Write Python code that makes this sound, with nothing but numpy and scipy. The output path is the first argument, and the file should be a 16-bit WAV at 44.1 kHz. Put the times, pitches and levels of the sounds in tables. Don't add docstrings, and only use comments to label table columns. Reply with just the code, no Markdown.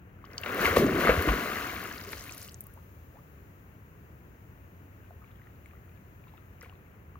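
import sys
import numpy as np
from scipy import signal
from scipy.fft import rfft, irfft, next_fast_len
from scipy.io import wavfile
from scipy.ndimage import uniform_filter1d

SR = 44100
rng = np.random.default_rng(int(sys.argv[2]) if len(sys.argv) > 2 else 0)


def inscribe(sig):
    pcm = np.round(np.clip(np.atleast_2d(sig).T, -1, 1) * 32767)
    wavfile.write(sys.argv[1], SR, pcm.astype(np.int16))


N = 317079
TIME = np.arange(N) / SR

# frequency in Hz, relative level in dB.
RUMBLE_COLOUR = [(15, -48.5), (25, -19.5), (63, -3.5), (94, -0.5), (131, -7.5), (201, -11), (237, -16),
                 (290, -14.5), (328, -17), (411, -17.5), (806, -26.5), (1030, -26), (1790, -27.5),
                 (2800, -35.5), (3300, -48.5), (4290, -76), (7260, -120)]
HISS_COLOUR = [(1940, -35), (3300, -17.5), (3920, -13), (5040, -15.5), (5710, -12.5), (6870, -7),
               (8490, -25.5), (9310, -16), (12800, -7.5), (14400, -6.5), (15200, -3), (16000, -2.5)]
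CHURN_COLOUR = [(60, 4), (120, -6.5), (170, -2.5), (260, 0.5), (340, 1.5), (440, 3), (550, -2), (650, -4.5),
                (760, -15.5), (850, -18), (1200, -40)]
SPLASH_COLOUR = [(440, 1), (750, 0), (836, -16), (965, -6.5), (1160, -0.5), (1330, -4), (1430, -1),
                 (1900, -5.5), (2090, -3.5), (2390, -10), (2810, -11.5), (3410, -20), (4200, -21.5),
                 (5460, -29), (9240, -120)]
SPRAY_COLOUR = [(2000, -9), (3400, -7), (4270, -3), (5210, -6), (6670, -6), (7890, -15), (11500, -7),
                (13000, -7), (14500, -2), (15200, 0.5), (16000, -26)]
SLAP_COLOUR = [(100, -15), (250, -8), (550, -9.5), (820, -11), (1150, -7), (2400, -8.5), (3500, -17),
               (8000, -29), (15000, -18)]
LAP_COLOUR = [(450, -5), (700, 8.5), (900, -11), (1300, 3), (2400, 2), (3300, -8), (6000, -9)]
# time in seconds, change of level in dB.
HISS_RISE = [(0, -4), (.22, -2), (.5, 18), (2.8, 5), (3.8, 1.5), (6.4, 2), (7.15, -1)]
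# start in seconds, relative level in dB, pitch in Hz.
PLOPS = [(.241, -38.5, 1140), (.25, -47, 2980), (.3802, -23.5, 4600), (.382, -33.5, 3000),
         (.435, -25, 2740), (.461, -34, 2400), (.656, -12, 2090), (.651, -30.5, 71), (.705, -26, 85),
         (.767, -16, 1150), (.771, -27, 80), (.797, -14.5, 240), (.830, -18.5, 176), (.845, -15.5, 264),
         (1.051, -17, 420), (1.072, -11.5, 1256), (1.089, -24.5, 54.4), (1.093, -10, 498),
         (1.175, -18.5, 82), (1.275, -15.5, 327), (1.277, -16.5, 51), (1.765, -26.5, 2240),
         (1.913, -33, 1680), (2.132, -27, 2020), (2.294, -32, 2450), (2.486, -40, 2900),
         (5.107, -42.5, 690), (5.244, -49, 2290), (5.659, -43, 2210), (6.338, -46.5, 875),
         (6.617, -40.5, 1980), (6.631, -44.5, 484), (6.633, -42.5, 1510), (6.647, -42, 2220),
         (6.694, -50, 705), (7.156, -41, 1150)]
# start in seconds, relative level in dB, pitch in Hz.
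BIG_DROPS = [(.252, -50, 5000), (.331, -45.5, 5000), (.3795, -28.5, 5950), (.4125, -30.5, 13200),
             (.5442, -31, 11800), (.8639, -35, 6500), (1.2211, -24.5, 12400), (1.8367, -32, 13000),
             (1.924, -39, 6040), (1.9789, -37, 4600), (2.089, -38, 5000), (2.1186, -32, 11000),
             (2.2069, -35, 5560), (2.221, -36.5, 6540), (2.3206, -32, 6400), (2.3456, -34, 11000),
             (2.377, -31, 11200), (2.4144, -37, 6450), (2.426, -31.5, 9900), (2.5416, -34.5, 6800),
             (2.605, -24.5, 12600), (2.613, -36, 12600), (2.6375, -41, 11250), (2.6663, -33, 14200),
             (2.7362, -41.5, 12500), (5.659, -52, 8900), (6.609, -44.5, 5740), (6.625, -41, 12500)]
# relative level in dB, time it is full in seconds,
# hold in seconds, rise and fall in dB per second.
CHURN_WASH = (-35, 0.6, 0.65, 34.5, 23)
SPLATTER_WASH = (-36.5, 0.516, 1.0746, 30, 30)
SPRAY_WASH = (-48, 1.25, 0.35, 9, 17)
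# crest in seconds, relative levels of churn, splatter and spray in dB, rise and fall in dB per second.
SURGES = [(.335, -52, -53.5, -75, 110, 44.5), (.615, -29, -34, -44, 260, 130),
          (.663, -35, -26.5, -40, 170, 120), (.783, -23.5, -37, -38.5, 300, 190),
          (.825, -23.5, -41, -58, 260.5, 75), (.965, -27.5, -46, -60, 138.5, 130.5),
          (1.005, -42, -34, -44.5, 230, 34), (1.098, -25.5, -24.5, -50, 130, 240),
          (1.19, -35, -37, -55, 299.5, 90), (1.29, -29.5, -32.5, -49, 330.5, 110),
          (1.84, -50, -45, -60, 160, 110), (2.125, -56, -54, -52.5, 200, 45),
          (2.28, -72.5, -52.5, -59, 170, 110.5), (2.43, -72, -64, -54, 75, 40)]
# start in seconds, relative level
# in dB, seconds to fade by 60 dB (called t60 below), frequency in Hz above which it is dulled.
SLAPS = [(0.4365, -32, 0.039, 4970), (.460, -26.5, 0.03, 5030), (0.648, -21.5, 0.038, 6000),
         (0.762, -22.5, 0.046, 12100), (0.767, -19, 0.021, 9000), (1.0728, -21, 0.025, 2200),
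         (1.088, -20, 0.045, 1800), (1.103, -17, .025, 1900), (1.285, -21.5, .07, 3000),
         (2.13, -30.5, 0.037, 4000), (6.622, -55, 0.28, 13000)]
# start and length in seconds, first and last pitch in Hz,
# relative level in dB.
RISING_BUBBLES = [(2.066, .085, 369, 480, -47.5), (2.642, 0.087, 976, 1710, -62.5),
                  (2.759, .038, 548, 1470, -56), (3.125, .08, 361, 1387, -57)]
# crest in seconds, relative level in dB.
LAPS = [(5.03, -73), (5.28, -68), (5.45, -67.5), (5.70, -69), (5.94, -72), (6.30, -67), (6.65, -62),
        (6.92, -74)]
# frequency in Hz, left minus right in dB.
PORT_BALANCE = [(60, 1), (230, 1), (500, 0.5), (770, 0), (1150, 6), (2000, 5), (3200, 9.5), (4300, 0),
                (6000, 1.5), (7100, -5), (8500, 3), (12000, -1.5), (14500, 16.5)]
# frequency in Hz, phase lead in radians.
LEFT_LEAD = [(60, 0.087), (400, 0.13), (1000, 1.1), (2200, 1.1), (4000, 1.48)]
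# frequency in Hz, likeness from 0 to 1.
WATER_LIKENESS = [(100, 1), (500, 1), (1200, 0.68), (2200, 1), (4500, 0.82), (8000, 0.19), (15000, .05)]
AIR_LIKENESS = [(60, 0.98), (240, 0.91), (480, 0.69), (1200, 0.45), (2200, 0.23), (4000, 0.047)]

ENTRY_S, LANDED_S = .48, 2.45


def gain_of(db):
    return 10 ** (np.asarray(db) / 20)


def evened(x):
    return x / np.sqrt(np.mean(x ** 2) + 1e-20)


def read(table, hz):
    row_hz, value = np.transpose(table)
    return np.interp(np.log(hz + 1), np.log(row_hz + 1), value)


def filtered(x, response):
    size = next_fast_len(N + 4096, True)
    return irfft(rfft(x, size) * response(np.fft.rfftfreq(size, 1 / SR)), size)[..., :N]


def coloured(x, colour):
    return evened(filtered(x, lambda hz: gain_of(read(colour, hz))))


def add(mix, s, sound):
    part = mix[:, max(round(s * SR), 0):][:, :sound.shape[-1]]
    part += sound[..., :part.shape[1]]


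def swell(s, rise_db_per_s, fall_db_per_s, hold_s=0):
    before, after = np.maximum(s - TIME, 0), np.maximum(TIME - s - hold_s, 0)
    return gain_of(-rise_db_per_s * before - fall_db_per_s * after)


def air(rumble_db=-51.5, hiss_db=-72, lag_s=.00018, stirred_db=3):
    left, other = rng.standard_normal((2, N))
    shared = filtered(left, lambda hz: read(AIR_LIKENESS, hz) * np.exp(-2j * np.pi * hz * lag_s))
    separate = filtered(other, lambda hz: np.sqrt(1 - read(AIR_LIKENESS, hz) ** 2))
    pair = np.array([left, shared + separate])
    stirred = swell(ENTRY_S, rise_db_per_s=85, fall_db_per_s=40, hold_s=1.7)
    rumble = gain_of(rumble_db + stirred_db * stirred) * coloured(pair, RUMBLE_COLOUR)
    hiss = gain_of(hiss_db + np.interp(TIME, *np.transpose(HISS_RISE))) * coloured(pair, HISS_COLOUR)
    return rumble + hiss * gain_of([[3.5], [0]])


def ring(t, hz, t60, rise, phase=0):
    age = t / t60
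    loudness = (1 - np.exp(-4 * hz * t)) * gain_of(-60 * age)
    climb = 1 + rise * np.minimum(age, 2)
    return loudness * np.sin(2 * np.pi * hz * t * climb + phase)


def plops(t60_at_1khz=.023):
    out, t = np.zeros((2, N)), np.arange(SR // 3) / SR
    for s, db, hz in list(PLOPS) + ripple_plips():
        tone = ring(t, hz, t60_at_1khz * (1000 / hz) ** .69, rise=.017)
        add(out, s, gain_of(db - 2) * tone / abs(tone).max())
    return out


def drops(cycles=.61, patter_db=-25, patter_s=.0035):
    out, t = np.zeros((2, N)), np.arange(SR // 40) / SR
    for s, db, hz in list(BIG_DROPS) + small_drops():
        age = t * hz / cycles
        loudness = (age / 2) ** 2 * np.exp(2 - age)
        tick = loudness * np.sin(2 * np.pi * (hz * t + rng.random((2, 1)) / 2))
        patter = gain_of(patter_db) * rng.standard_normal((2, len(t))) * np.exp(-t / patter_s)
        hits = (t == 0) + patter
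        add(out, s + .0023, gain_of(db) * signal.fftconvolve(tick, hits, axes=1))
    return gain_of(1.5) * out


def agitation(wash, surges_db):
    db, full_s, hold_s, build, settle = wash
    entered, landed = swell(ENTRY_S, 190, 0), swell(LANDED_S, 0, 110)
    parts = [gain_of(db) * swell(full_s, build, settle, hold_s) * entered]
    for crest_db, (s, *_, rise, fall) in zip(surges_db, SURGES):
        parts.append(gain_of(crest_db) * swell(s, rise, fall))
    return np.linalg.norm(parts, axis=0) * landed


def swarm(loudness, colour, low_hz, high_hz, cycles, spread_db, crowding, count):
    when, pitch, size, phase = rng.random((count, 4)).T
    running_total = np.cumsum(loudness ** crowding)
    start = np.searchsorted(running_total, when * running_total[-1])
    hz = low_hz * (high_hz / low_hz) ** pitch
    height = gain_of(spread_db * np.minimum(-np.log(1 - size), 3.5)) * hz / low_hz
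    skew = rng.standard_normal(count) * np.sqrt(-2 * np.log(read(WATER_LIKENESS, hz)))
    step = np.arange(int(.7 * cycles * SR / low_hz))
    out = np.zeros((2, N))
    for port in (0, 1):
        port_phase = (2 * np.pi * phase + port * skew)[:, None]
        tones = height[:, None] * ring(step / SR, hz[:, None], cycles / hz[:, None], .21, port_phase)
        out[port] = np.bincount((start[:, None] + step).ravel(), tones.ravel(), N)[:N]
    out = coloured(out, colour)
    power = uniform_filter1d(uniform_filter1d((out ** 2).mean(0), size=1800), size=1800)
    return loudness * out / np.sqrt(abs(power) + 1e-3)


def churn(loudness, deep_s=.83, deep_below_hz=230):
    bubbles = swarm(loudness, CHURN_COLOUR, low_hz=111.5, high_hz=860,
                    cycles=11, spread_db=2.5, crowding=.35, count=1000)
    bass = filtered(bubbles, lambda hz: 1 / (1 + (hz / deep_below_hz) ** 6))
    bass_gain = gain_of(1.5) * swell(deep_s, 32, 0)
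    return bubbles + bass * (bass_gain - 1)


def splash(mist_db=-5, spray_share=.4):
    _, churn_db, splatter_db, spray_db, _, _ = np.transpose(SURGES)
    splashing, thrown = agitation(SPLATTER_WASH, splatter_db), agitation(SPRAY_WASH, spray_db)
    churning = churn(agitation(CHURN_WASH, churn_db))
    splatter = swarm(splashing, SPLASH_COLOUR, low_hz=744, high_hz=2400,
                     cycles=15.3, spread_db=2.5, crowding=.4, count=4200)
    landing = splashing ** (1 - spray_share) * thrown ** spray_share
    crackle = swarm(landing, SPLASH_COLOUR, low_hz=2400, high_hz=4210,
                    cycles=21, spread_db=2.5, crowding=.98, count=3500)
    spray = swarm(thrown, SPRAY_COLOUR, low_hz=3580, high_hz=15900,
                  cycles=10.7, spread_db=3, crowding=1.65, count=8000)
    mist = gain_of(mist_db) * thrown * coloured(rng.standard_normal((2, N)), SPRAY_COLOUR)
    return gain_of(-1) * (churning + spray + mist) + gain_of(-.5) * splatter + gain_of(-4) * crackle


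def slaps(attack_s=.001):
    out, t = np.zeros((2, N)), np.arange(SR // 4) / SR
    noise = coloured(rng.standard_normal(N) + .21 * rng.standard_normal((2, N)), SLAP_COLOUR)
    for s, db, t60, top_hz in SLAPS:
        loudness = gain_of(db - 60 * t / t60) * (1 - np.exp(-t / attack_s))
        crack = loudness * noise[:, round(s * SR):][:, :len(t)]
        add(out, s, signal.lfilter(*signal.butter(2, top_hz, fs=SR), crack))
    return out


def thud(start_s=.7703, db=-8):
    out, t = np.zeros((2, N)), np.arange(SR // 3) / SR
    tone = ring(t, hz=480, t60=.017, rise=.025)
    add(out, start_s, gain_of(db) * tone / abs(tone).max())
    return out


def small_drops(count=22, from_s=1.97, for_s=.55, fade_db_per_s=4, low_hz=4000, high_hz=12100):
    when, size, pitch = rng.random((count, 3)).T
    late_s = when * for_s
    db = -39 - fade_db_per_s * late_s + 10 * (size - .5)
    return list(zip(from_s + late_s, db, low_hz * (high_hz / low_hz) ** pitch))


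def rising_bubbles(waver=.057, flutter_db=4.5, fade_db=4):
    out = np.zeros((2, N))
    for s, length_s, first_hz, last_hz, db in RISING_BUBBLES:
        hz = np.geomspace(first_hz, last_hz, round(length_s * SR))
        wobble = evened(uniform_filter1d(rng.standard_normal(len(hz)), size=150))
        tone = np.sin(2 * np.pi * np.cumsum(hz * (1 + waver * wobble)) / SR)
        loudness = gain_of(db + flutter_db * wobble - fade_db * np.linspace(0, 1, len(hz)))
        add(out, s, loudness * signal.windows.tukey(len(hz), .3) * tone)
    return out


def lapping(rise_db_per_s=150, fall_db_per_s=90):
    waves = [gain_of(db) * swell(s, rise_db_per_s, fall_db_per_s) for s, db in LAPS]
    ripples = swarm(np.linalg.norm(waves, axis=0), LAP_COLOUR, low_hz=508, high_hz=4000,
                    cycles=26, spread_db=6.5, crowding=.6, count=700)
    return gain_of(-1.5) * rock_echo(ripples, wet_db=-9.5, t60=.07)


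def ripple_plips(count=4, span_s=.16, spread_db=7, low_hz=1000, high_hz=2780):
    return [(s + span_s * (when - .5),
             db + 16 + spread_db * (size - .5),
             low_hz * (high_hz / low_hz) ** pitch)
            for s, db in LAPS for when, size, pitch in rng.random((count, 3))]


def rock_echo(x, wet_db=-21, t60=.23):
    t = np.arange(SR // 2) / SR
    bounces = rng.standard_normal((2, len(t))) * (t > .004) * gain_of(-60 * t / t60)
    tail = signal.lfilter(*signal.butter(1, [500, 4500], "bandpass", fs=SR), bounces)
    return x + gain_of(wet_db) * signal.fftconvolve(x, tail / np.linalg.norm(tail[0]), axes=1)[:, :N]


def scene():
    water = splash() + lapping() + plops() + thud() + slaps() + drops() + rising_bubbles()
    return rock_echo(water) + air()


def ports(hz):
    tilt, lead = gain_of(read(PORT_BALANCE, hz) / 2), read(LEFT_LEAD, hz)
    middle = np.sqrt(tilt ** 2 + tilt ** -2 + 2 * read(WATER_LIKENESS, hz) * np.cos(lead)) / 2
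    return np.array([tilt * np.exp(.5j * lead), np.exp(-.5j * lead) / tilt]) / middle


def record(dry, low_cut_hz=40, high_cut_hz=16000):
    heard = signal.lfilter(*signal.butter(4, low_cut_hz, "highpass", fs=SR), filtered(dry, ports))
    treble_cut = signal.firwin(511, high_cut_hz, window=("kaiser", 9), fs=SR)
    return signal.oaconvolve(heard, treble_cut[None], "same", axes=1)


dry = scene()
out = record(dry)
inscribe(out)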